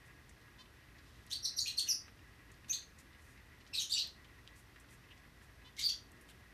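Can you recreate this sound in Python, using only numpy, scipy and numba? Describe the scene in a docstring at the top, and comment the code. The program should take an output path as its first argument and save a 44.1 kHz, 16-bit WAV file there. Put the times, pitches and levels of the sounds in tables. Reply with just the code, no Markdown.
"""Zebra finches in a small room.

Quick chirps, made of gliding whistles and hoarse rasps from a flapping syrinx, ring off the walls.
Between them come a few very soft nasal calls; close by, a finch cracks and sifts seed in a hand.
Under it all an appliance hums, and bands of background noise flutter, the strongest near 1.9 kHz."""
import sys
import numpy as np
from scipy import signal
from scipy.fft import rfft, irfft
from scipy.io import wavfile
from numba import njit

SR = 44100
rng = np.random.default_rng(int(sys.argv[2]) if len(sys.argv) > 2 else 0)


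def master(y):
    """Save y as 16-bit WAV."""
    cut = np.clip(np.atleast_2d(y).T, -1, 1)
    pcm = np.round(cut * 32767)  # scale
    wavfile.write(sys.argv[1], SR, pcm.astype(np.int16))


N = 287973
TIME_S = np.arange(N) / SR
TOP_HZ = 14000

# room tone spectrum: freq_hz, gain_db
ROOM_SPECTRUM = [(15, -37), (25, -13), (60, 0.5), (122, -3), (177, -9), (300, -9), (520, -17), (800, -19),
                 (1500, -16.5), (1920, -23), (2400, -22.5), (3500, -23.5), (5900, -27.5), (6900, -32.5),
                 (14000, -32.5)]
# appliance hum: freq_hz, level_db
HUM_LINES = [(55, -72.5), (76, -71.5), (120, -74), (283, -85.5)]
# fluttering bands of background noise: centre_hz, width_hz, level_db
NOISE_BANDS = [(1072, 130, -80), (1661, 15, -76.5), (1934, 146, -70), (2530, 260, -78), (3740, 2100, -88.5)]
# beak on seed: start_s, peak_db, ring_hz, decay_s
SEED_CRACKS = [(0.293, -53.5, 7250, 0.0073), (0.965, -54, 1950, 0.0045), (1.265, -54, 9000, 0.0029),
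               (2.08, -48, 1870, 0.0098), (2.191, -53, 2240, 0.0045), (2.517, -52.5, 7700, 0.0045),
               (2.645, -49, 2300, .004), (2.9876, -50, 7240, .002), (3.376, -52, 2110, 0.0041),
               (3.665, -54, 3660, 0.0054), (4.073, -43.5, 12000, 0.0017), (4.245, -52, 2820, 0.0074),
               (4.476, -40.5, 3240, 0.00075), (4.760, -50, 1850, 0.0097), (4.799, -55, 7950, 0.012),
               (6.118, -52.5, 9000, 0.0018), (6.211, -55, 9550, 0.016), (6.288, -51.5, 2940, 0.03)]
# seed and skin shifting in the palm: start_s, length_s, level_db, centre_hz
PALM_RUSTLES = [(0.043, 0.047, -71, 8000), (0.95, 0.38, -72, 3400), (2.972, 0.054, -65, 6800),
                (3.144, 0.26, -73.5, 7860), (3.99, 0.13, -69, 450), (4.539, 0.089, -67.5, 8300),
                (4.882, 0.09, -67.5, 8250), (5.408, 0.053, -71, 8000), (5.847, 0.75, -68, 257),
                (6.276, 0.048, -65.5, 9000)]
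# soft calls: start_s, length_s, pitch_hz, level_db, throat_hz, throat_width_hz, jitter_ratio, body_db
NASAL_CALLS = [(0.576, 0.063, 513, -59, 3500, 2190, 0.014, -8),
               (5.099, 0.037, 335, -59.5, 2830, 800, 0.046, -24),
               (5.637, 0.063, 513.5, -60, 3250, 1500, 0.03, -7.5)]
# throat response for rasps: freq_hz, gain_db
THROAT_SPECTRUM = [(1200, -42), (2000, -6), (2800, 8), (4200, 8.5), (5800, 9.5), (7200, -2), (8800, -4),
                   (10300, -9), (12000, -4.5), (14000, -23)]
# hoarse notes: peak_s, rise_s, fall_s, pitch_hz, level_db, treble_db
RASP_NOTES = [ (1.321, 0.026, 0.027, 3100, -47, 6), (1.458, 0.019, 0.018, 4716, -42.5, 2),
              (1.587, 0.015, 0.0092, 5000, -39.5, 5), (1.608, 0.02, 0.0065, 6510, -45.5, 3),
              (1.672, 0.021, 0.018, 3354, -43.5, 5.5), (1.778, 0.012, 0.0096, 5770, -47, 2),
              (1.798, .012, 0.0068, 3490, -37.5, 6), (1.879, 0.013, 0.01, 3010, -48.5, 5),
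              (1.903, .018, 0.02, 6200, -45, -8), (2.692, 0.011, .012, 3530, -53.5, 7),
              (2.732, .007, 0.012, 3696, -42, -2), (3.750, .015, 0.044, 4000, -42.5, -1),
              (3.816, 0.037, 0.015, 3170, -43, 6), (3.930, 0.044, 0.031, 3696, -45, 3.5),
              (3.989, 0.033, 0.042, 4110, -41, -11), (5.770, .006, .018, 3460, -54, 3),
              (5.803, .023, 0.0244, 3600, -41, 3), (5.833, .020, 0.058, 4040, -47, -8),
              (5.894, 0.014, 0.016, 3323, -43, -2), (5.890, .016, 0.0202, 5390, -45, 2), ]
# whistled notes: peak_s, rise_s, fall_s, start_hz, end_hz, level_db, octave_db
WHISTLE_NOTES = [ (1.335, .024, 0.0068, 3136, 4864, -37, -12.5),
                 (1.437, .014, 0.0083, 5870, 5260, -45.5, -14),
                 (1.446, 0.0048, 0.022, 5910, 5460, -39, -18.5),
                 (1.458, 0.00694, 0.0074, 4454, 4046, -35, -19),
                 (1.58, 0.019, 0.008, 6277, 5260, -40.5, -12.5), (1.59, 0.0073, 0.01, 4537, 4380, -33, -17),
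                 (1.607, 0.0073, 0.0072, 6530, 6830, -38.5, -29.5),
                 (1.662, 0.0063, 0.022, 2284, 3530, -45, -27), (1.682, .012, .018, 4385, 3930, -38, -15),
                 (1.786, .012, .020, 4560, 4120, -31.5, -13),
                 (1.879, 0.0078, 0.017, 2935, 2480, -50.5, -10),
                 (1.901, 0.02, .026, 6650, 4560, -32.5, -12),
                 (2.701, .005, 0.013, 2540, 2444, -52.5, -22.5),
                 (2.708, 0.016, .022, 5880, 6790, -35.5, -19.5), (2.741, .012, 0.02, 3855, 4590, -45, -15),
                 (3.737, 0.0083, 0.018, 2610, 2630, -47.5, -4),
                 (3.753, 0.018, 0.022, 4150, 4430, -43, -9.5), (3.782, .016, 0.018, 4750, 3417, -37, -22),
                 (3.803, 0.013, 0.021, 3330, 3150, -49.5, 6.5),
                 (3.910, 0.02, 0.0071, 3090, 4320, -44.5, -5.5),
                 (3.927, 0.01, 0.0065, 4400, 4690, -31.5, -17),
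                 (3.943, .010, 0.0047, 3470, 3920, -38.5, -2.5),
                 (3.972, 0.033, 0.022, 2792, 2918, -45.5, 0.5),
                 (3.990, 0.0052, 0.031, 4534, 4080, -38.5, -26),
                 (5.788, .013, 0.0187, 2027, 2320, -49.5, -8),
                 (5.860, 0.042, 0.0234, 4790, 4416, -32.5, -22.5), ]


def undb(db):
    """Decibels to gain."""
    return 10 ** (np.asarray(db) / 20)


def unit(x):
    """Scale to rms 1."""
    return x / np.sqrt(np.mean(x ** 2) + 1e-20)


def colour(x, points):
    """Filter by a (freq_hz, gain_db) outline."""
    hz, db = np.transpose(points)
    bins_hz = np.maximum(np.fft.rfftfreq(len(x), 1 / SR), 1)
    return irfft(rfft(x) * undb(np.interp(np.log(bins_hz), np.log(hz), db)), len(x))


def resonate(x, hz, width_hz, stages=1):
    """Identical resonators in series, gain 1 at the centre."""
    q = hz / min(width_hz, SR / 5)
    for _ in range(stages):
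        x = signal.lfilter(*signal.iirpeak(min(hz, SR / 2 - 2000), q, fs=SR), x)
    return x


@njit
def high_pass(x, corner_hz):
    """State-variable high-pass, moving corner."""
    y, band, low = np.empty(len(x)), 0., 0.
    for i in range(len(x)):
        g = np.tan(np.pi * corner_hz[i] / SR)
        v = (band + g * (x[i] - low)) / (1 + g * (g + 1.2))
        y[i] = x[i] - 1.2 * v - (low + g * v)
        band, low = 2 * v - band, low + 2 * g * v
    return y


def wander(n, rate_hz):
    """Interpolated noise, spread near 1."""
    position = np.arange(n) / SR * rate_hz
    return np.interp(position, np.arange(n), rng.standard_normal(n))


def add(out, start_s, x):
    """Mix x in at start_s."""
    i = max(int(start_s * SR), 0)
    out[i:i + len(x)] += x[:len(out) - i]


def background(room_tone_db=-62, drift_db=2.5, drift_hz=1.16):
    """Room rumble and hiss, wavering appliance hum, fluttering noise bands."""
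    out = undb(room_tone_db) * unit(colour(rng.standard_normal(N), ROOM_SPECTRUM))
    for hz, level_db in HUM_LINES:
        phase = 2 * np.pi * np.cumsum(hz + drift_hz * wander(N, 6)) / SR
        out += undb(level_db + drift_db * wander(N, 1.91)) * unit(np.sin(phase))
    flutter_db = 2.6 * wander(N, 30) + 1.6 * wander(N, 9)
    for centre_hz, width_hz, level_db in NOISE_BANDS:
        band = resonate(rng.standard_normal(N), centre_hz, 2 * width_hz, stages=2)
        out += undb(level_db + flutter_db) * unit(band)
    return out


def room(x, tail_db, early_db, t60_s=0.27, treble_t60_s=0.19, split_hz=7500, echoes=24):
    """Direct sound, echoes off near furniture, then a diffuse tail whose treble dies first."""
    t = TIME_S[:SR * 2 // 3]
    low, high = (signal.sosfilt(signal.butter(2, split_hz, side, fs=SR, output="sos"),
                                rng.standard_normal(len(t))) for side in ("low", "high"))
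    tail = low * 1e-3 ** (t / t60_s) + high * 1e-3 ** (t / treble_t60_s)
    tail *= 1 - np.exp(-t / 0.0086)  # build-up
    early = np.zeros(len(t))
    for when, size in rng.random((echoes, 2)):
        delay_s = .001 + .012 * when
        early[int(delay_s * SR)] += 2 * size - 1
    response = undb(tail_db) * tail / np.linalg.norm(tail)
    response += undb(early_db) * early / np.linalg.norm(early)
    return x + signal.fftconvolve(x, response)[:N]


def crack(peak_db, ring_hz, decay_s):
    """A husk snaps: a tiny burst rings the beak."""
    t = TIME_S[:SR // 30]
    burst = rng.standard_normal(len(t)) * np.exp(-t / decay_s)
    snap = resonate(burst, ring_hz, 0.68 * ring_hz, stages=2)
    return undb(peak_db) * snap / np.abs(snap).max()


def feeding(nibbles=70, nibble_db=-58, spread_db=3):
    """Clear cracks, fainter random nibbles, rustling in the palm."""
    out = np.zeros(N)
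    for start_s, peak_db, ring_hz, decay_s in SEED_CRACKS:
        add(out, start_s, crack(peak_db, ring_hz, decay_s))
    for when, size, pitch in rng.random((nibbles, 3)):
        peak_db = nibble_db + spread_db * (2 * size - 1)
        add(out, when * N / SR, crack(peak_db, ring_hz=1700 * 3 ** (pitch ** 2), decay_s=.008))
    for start_s, length_s, level_db, centre_hz in PALM_RUSTLES:
        n = int(length_s * SR)
        grains = rng.standard_normal(n) * rng.exponential(size=n)
        rustle = unit(resonate(grains, centre_hz, 0.61 * centre_hz))
        add(out, start_s, undb(level_db) * rustle * signal.windows.tukey(n, .8))
    return out


def membrane(hz, n, jitter_ratio):
    """Membrane slaps at an unsteady rate: returns a stack of equal harmonics and its phase."""
    max_hz = np.max(hz)
    phase = 2 * np.pi * np.cumsum(hz * (1 + jitter_ratio * wander(n, max_hz / 2))) / SR
    slaps = sum(np.cos(k * phase) for k in range(1, int(TOP_HZ / max_hz) + 1))
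    return unit(slaps), phase


def soft_call(length_s, pitch_hz, level_db, throat_hz, throat_width_hz, jitter_ratio, body_db):
    """Harmonics through a nearly closed beak, plus a low body resonance; the pitch arches slightly."""
    n = int(length_s * SR)
    arch_hz = pitch_hz * (1 - 0.076 * np.linspace(-1, .7, n) ** 2)
    slaps, _ = membrane(arch_hz, n, jitter_ratio)
    throat = unit(resonate(slaps, throat_hz, throat_width_hz, stages=2))
    body = unit(resonate(slaps, hz=1020, width_hz=200, stages=2))
    return undb(level_db) * (throat + undb(body_db) * body) * signal.windows.tukey(n, .8)


def swell(rise_s, fall_s):
    """One push of air: a smooth rise to 1, then a fall."""
    rise, fall = (np.linspace(0, np.pi / 2, max(int(s * SR), 2)) for s in (rise_s, fall_s))
    return np.sin(np.concatenate([rise, fall[::-1]])) ** 1.3


def rasp(pitch_hz, flap_hz=760, smear_ratio=0.078, air_db=-7):
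    """The syrinx flaps irregularly, smearing the harmonics and letting out puffs of air."""
    n = len(pitch_hz)
    slaps, flap_phase = membrane(flap_hz, n, jitter_ratio=0.131)
    opening = 1 + np.cos(flap_phase)
    phase = 2 * np.pi * np.cumsum(pitch_hz * (1 + smear_ratio * wander(n, 2 * flap_hz))) / SR
    harmonics = sum(np.cos(k * phase + k * k) * (k * pitch_hz < TOP_HZ) for k in range(1, 7))
    air = unit(slaps + opening * rng.standard_normal(n))
    voiced = unit(harmonics * opening * wander(n, flap_hz))
    buzz = colour(voiced + undb(air_db) * air, THROAT_SPECTRUM)
    corner_hz = 0.85 * pitch_hz  # the throat passes little below the pitch
    return unit(high_pass(high_pass(buzz, corner_hz), corner_hz))


def whistle(gain, start_hz, end_hz, octave_db, rasp_gain, third_db=-23, flutter_db=2):
    """A tone with two overtones glides, fastest at first; it shakes more as a rasp takes over."""
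    n = len(gain)
    glide_hz = start_hz * (end_hz / start_hz) ** (np.linspace(0, 1, n) ** 0.834)
    rasp_share = rasp_gain / (rasp_gain + gain + 1e-12)
    waver = (0.026 + 0.056 * rasp_share) * wander(n, 722.5)
    phase = 2 * np.pi * np.cumsum(glide_hz * (1 + waver)) / SR
    tone = np.sin(phase) + undb(octave_db) * np.sin(2 * phase) + undb(third_db) * np.sin(3 * phase)
    return np.sqrt(2) * gain * undb(flutter_db * wander(n, 500)) * tone


def chirps(sag_ratio=0.0601):
    """One swell per note; a rasp sags in pitch and unsettles any whistle it overlaps."""
    out, rasp_gain = np.zeros(N), np.zeros(N)
    for peak_s, rise_s, fall_s, pitch_hz, level_db, treble_db in RASP_NOTES:
        gain = undb(level_db) * swell(rise_s, fall_s)
        sagging_hz = pitch_hz * (1 + sag_ratio * np.linspace(1, -1, len(gain)))
        voice = colour(rasp(sagging_hz), [(4000, 0), (11000, treble_db)])
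        add(out, peak_s - rise_s, gain * unit(voice))
        add(rasp_gain, peak_s - rise_s, gain)
    for peak_s, rise_s, fall_s, start_hz, end_hz, level_db, octave_db in WHISTLE_NOTES:
        gain = undb(level_db) * swell(rise_s, fall_s)
        overlap = rasp_gain[int((peak_s - rise_s) * SR):][:len(gain)]
        add(out, peak_s - rise_s, whistle(gain, start_hz, end_hz, octave_db, overlap))
    return out


def scene():
    """Chirps across the room; feeding and soft calls close and nearly dry."""
    near = feeding()
    for start_s, *call in NASAL_CALLS:
        add(near, start_s, soft_call(*call))
    far = room(chirps(), tail_db=-1, early_db=-7)
    near = room(near, tail_db=-12, early_db=-12)
    return (far + near + background())[None]


def record(dry):
    """Steep low-pass at TOP_HZ."""
    return signal.sosfilt(signal.ellip(10, .2, 70, TOP_HZ, fs=SR, output="sos"), dry)


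dry = scene()
out = record(dry)
master(out)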